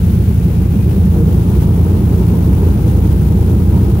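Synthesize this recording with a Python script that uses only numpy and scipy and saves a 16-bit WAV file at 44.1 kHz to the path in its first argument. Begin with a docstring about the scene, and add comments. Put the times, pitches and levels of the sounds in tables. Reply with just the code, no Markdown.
"""Piston seaplane cockpit, low cruise over a lake.

Propeller and engine drone on one slowly sagging shaft speed. Beneath them the cabin booms;
the slipstream roars and rings its resonances, with a few brief growls. Air hisses past the
windscreen, mostly on the left. Roar and hiss flutter with every passing blade."""
import sys
import numpy as np
from scipy import signal
from scipy.fft import rfft, irfft
from scipy.io import wavfile
from scipy.ndimage import uniform_filter1d, minimum_filter1d

SR = 44100
rng = np.random.default_rng(int(sys.argv[2]) if len(sys.argv) > 2 else 0)


def file_out(sig):
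    """Save sig as 16-bit WAV at sys.argv[1]."""
    # one column per channel
    cols = np.atleast_2d(sig).T
    # limit, then scale
    lim = np.clip(cols, -1, 1)
    pcm = np.round(lim * 32767).astype(np.int16)
    wavfile.write(sys.argv[1], SR, pcm)


N = 176400
T = np.arange(N) / SR
HZ = np.fft.rfftfreq(N, 1 / SR)

BLADES, TURNS_PER_CYCLE = 2, 3
GUST_HZ = 17

# shaft speed: t/s, speed/(turns/s)
SHAFT_RPS = [(0, 28.95), (.8, 29.05), (1.6, 28.8), (2.4, 28.5), (3.4, 28.38), (4, 28.55)]
# propeller partials: multiple of shaft rate, level/dB
PROPELLER_DB = [(2, -20), (3, -15.5), (4, -19.5), (6, -22.5), (7, -32.5)]
# 6th shaft harmonic, swelling then fading: t/s, gain/dB
SIXTH_GAIN_DB = [(0, 1.5), (1.2, 2), (2.1, 2), (2.9, -1.5), (4, -8)]
# engine partials: multiple of cycle rate, level/dB
ENGINE_DB = [(4, -35), (7, -23), (8, -24), (11, -24), (13, -31.5), (14, -33), (16, -25.5), (20, -30.5),
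             (21, -33), (22, -30.5)]
# propeller and engine envelope: t/s, gain/dB
DRONE_GAIN_DB = [(0, -0.9), (.8, -0.3), (1.6, -0.6), (2.8, 0.5), (4, 1)]
# cabin boom: f/Hz, density/(dB/Hz)
BOOM_PSD = [(10, -68), (22, -69), (33, -56), (48, -48), (62, -34.5), (100, -38.5), (140, -38), (205, -37),
            (230, -45), (300, -65.5), (600, -111)]
# slipstream roar: f/Hz, density/(dB/Hz)
ROAR_PSD = [(120, -66), (230, -50), (270, -46), (345, -45.5), (410, -49.5), (470, -52), (530, -59),
            (640, -62.5), (830, -65.5), (950, -68), (1120, -72.5), (1450, -76), (1900, -92.5), (3000, -97),
            (5000, -118)]
# roar envelope: t/s, gain/dB
ROAR_GAIN_DB = [(0, -5), (.6, -4), (1, -2.5), (1.4, 0), (1.65, -0.5), (2.1, -0.5), (2.7, -0.2), (3.3, -0.5),
                (4, 0.5)]
# cabin resonances: f/Hz, width/Hz, left density/(dB/Hz), right density/(dB/Hz)
CABIN_MODES = [(803, 69, -68.5, -62), (922, 77, -62, -68), (1044, 64, -82, -66), (1253, 61, -79.5, -68.5)]
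# left-right likeness of cabin noise: f/Hz, correlation
CABIN_CORRELATION = [(30, .998), (100, 0.96), (170, 0.95), (340, 0.99), (480, 0.92), (560, 0.4),
                     (700, 0.15), (820, 0.76), (960, 0.0046), (1200, -0.6), (2000, -0.24)]
# airflow surges: t/s, half-width/s, rise/dB
AIR_SURGES = [(0.908, .03, 2), (1.329, 0.015, 3), (1.632, 0.02, 3.5), (2.872, 0.021, 2)]
# cabin growls: t/s, half-width/s, f/Hz, density/(dB/Hz)
CABIN_GROWLS = [(0.304, 0.067, 395.5, -46.5), (0.904, 0.094, 385.5, -40), (1.193, 0.092, 458, -44.5),
                (2.885, 0.056, 481, -46)]
# windscreen hiss, each side: f/Hz, density/(dB/Hz)
HISS_LEFT_PSD = [(300, -64), (900, -69.5), (1900, -76.5), (2600, -76.5), (3700, -78.5), (5200, -81.5),
                 (6500, -81.5), (8000, -84), (9300, -80), (10200, -78), (12000, -81), (16000, -81.5)]
HISS_RIGHT_PSD = [(300, -79), (900, -78), (1500, -76.5), (2100, -82.5), (2900, -88), (3700, -97),
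                  (5000, -100.5), (8600, -101.5), (10000, -96), (11800, -86), (13400, -82.5), (15000, -76),
                  (16000, -74)]
# hiss envelope: t/s, gain/dB
HISS_GAIN_DB = [(0, 1.1), (.7, -0.5), (1.5, 0.7), (2.6, 0.9), (4, 0.5)]
# window-edge rush: t/s, density/(dB/Hz)
EDGE_RUSH = [(0, -79), (.75, -76.5), (1.2, -85), (2.6, -82), (4, -88)]
# window-edge whistles: t/s, half-width/s, density/(dB/Hz)
EDGE_WHISTLES = [(.57, .03, -69), (0.822, .04, -66.5)]


def propeller(turns):
    """Pressure dips from partials nearly in step; the cabin delays the upper ones."""
    pressure = 0
    for multiple, level_db in PROPELLER_DB:
        k = round(multiple)
        lag_turns = .035 * (k - BLADES) ** 2
        if k == 6:
            level_db = level_db + curve(SIXTH_GAIN_DB)
        pressure -= partial(k * turns - lag_turns, level_db)
    return pressure


def engine(turns):
    """Uneven three-turn cycle: partials out of step, beating against the propeller."""
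    return sum(partial(round(k) * turns / TURNS_PER_CYCLE + rng.random(), db) for k, db in ENGINE_DB)


def cabin_boom():
    """Low cabin noise, louder on the right, taking a quarter of the roar's swell in dB."""
    return cabin_noise(BOOM_PSD) * amp(.25 * curve(ROAR_GAIN_DB)) * amp([[0], [1.22]])


def slipstream_roar(blade_wave, surge_db):
    """Gusty air buffets the cabin and rings its resonances, chopped by the blades."""
    swell_db = curve(ROAR_GAIN_DB)
    modes = sum(band(hz, width_hz) * amp([[left], [right]]) for hz, width_hz, left, right in CABIN_MODES)
    air = cabin_noise(ROAR_PSD) + modes * amp(2.2 * swell_db)  # modes swell more than the roar
    gust_db = 1.47 * drift(GUST_HZ)
    return air * (1 + .13 * blade_wave) * amp(swell_db + gust_db + surge_db)


def cabin_growls():
    """Brief swells, each in one narrow cabin resonance."""
    return sum(band(hz, width_hz=21) * amp(db) * bump(at_s, half_s)
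               for at_s, half_s, hz, db in CABIN_GROWLS)


def air_hiss(blade_wave, surge_db):
    """Turbulence at windscreen and window edge, pulsing with the blades."""
    edge = window_edge()
    windscreen = np.array([noise(psd) * amp(.73 * drift(rate_hz=600))  # fine spatter
                           for psd in (HISS_LEFT_PSD, HISS_RIGHT_PSD)])
    gust_db = .74 * drift(GUST_HZ)
    windscreen *= amp(curve(HISS_GAIN_DB) + gust_db)
    return (windscreen + edge) * (1 + .11 * blade_wave) * amp(surge_db)


def window_edge():
    """Air rushes past a window edge, louder on the left, and twice whistles faintly."""
    whistle_gain = sum(amp(db) * bump(at_s, half_s) for at_s, half_s, db in EDGE_WHISTLES)
    whistle = band(hz=2460, width_hz=70) * whistle_gain
    rush = np.array([band(hz=2450, width_hz=850) for _ in range(2)]) * amp(curve(EDGE_RUSH))
    return (rush + whistle) * amp([[0], [-8.5]])


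def partial(cycles, level_db, waver_db=1.0, waver_rad=.11, waver_hz=2.8):
    """Sinusoid drifting in level and phase; level is rms."""
    peak = np.sqrt(2) * amp(level_db + waver_db * drift(waver_hz))
    return peak * np.cos(2 * np.pi * cycles + waver_rad * drift(waver_hz))


def cabin_noise(psd):
    """Stereo noise, sides alike in the bass, less so higher up."""
    correlation = np.clip(over_frequency(CABIN_CORRELATION), -1, 1)
    mid = rfft(noise(psd)) * np.sqrt((1 + correlation) / 2)
    side = rfft(noise(psd)) * np.sqrt((1 - correlation) / 2)
    return irfft(np.array([mid + side, mid - side]), N)


def noise(psd):
    """Noise of tabulated density."""
    return shaped_noise(amp(over_frequency(psd)))


def band(hz, width_hz):
    """Noise in one resonance, peak density 1."""
    return shaped_noise(1 / (1 + 2 * ((HZ - hz) / width_hz) ** 2))


def drift(rate_hz):
    """Random wander, rms 1, rolled off above rate_hz."""
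    wander = shaped_noise((HZ > 0) / np.sqrt(1 + (HZ / rate_hz) ** 6))
    return wander / wander.std()


def shaped_noise(response):
    """White noise of density 1 through a magnitude response."""
    return irfft(rfft(rng.standard_normal(N)) * response, N) * np.sqrt(SR / 2)


def bump(at_s, half_s):
    """Gaussian envelope, 1/e at half_s from its peak."""
    return np.exp(-((T - at_s) / half_s) ** 2)


def curve(points):
    """Table interpolated over time."""
    return np.interp(T, *np.transpose(points))


def over_frequency(points):
    """Table interpolated over log frequency."""
    hz, value = np.transpose(points)
    return np.interp(np.log(HZ + 1), np.log(hz + 1), value)


def amp(db):
    """dB to gain."""
    return 10 ** (np.asarray(db) / 20)


def scene():
    """One shaft drives drone and flutter; roar and hiss share the airflow's surges."""
    turns = np.cumsum(curve(SHAFT_RPS)) / SR
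    blade_wave = np.cos(2 * np.pi * BLADES * turns)
    surge_db = sum(db * bump(at_s, half_s) for at_s, half_s, db in AIR_SURGES)
    boom = cabin_boom()
    drone = (propeller(turns) + engine(turns)) * amp(curve(DRONE_GAIN_DB))
    left, right = drone + boom + slipstream_roar(blade_wave, surge_db) + cabin_growls()
    left = np.interp(T - .00016, T, left)  # right leads by 0.16 ms
    return np.array([left, right]) + air_hiss(blade_wave, surge_db)


def record(dry):
    """Peak limiter, end fades, low-pass."""
    ceiling, fade_s, cutoff_hz = .95, .004, 15780
    max_gain = np.minimum(1, ceiling / (abs(dry).max(0) + 1e-9))
    gain = uniform_filter1d(minimum_filter1d(max_gain, size=600), size=600)
    from_end_s = np.minimum(T, T[-1] - T)
    fades = np.sin(np.pi / 2 * np.minimum(1, from_end_s / fade_s))
    lowpass = signal.firwin(1023, cutoff_hz, window=("kaiser", 9), fs=SR)
    return signal.oaconvolve(dry * gain * fades, lowpass[None], "same")


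dry = scene()
out = record(dry)
file_out(out)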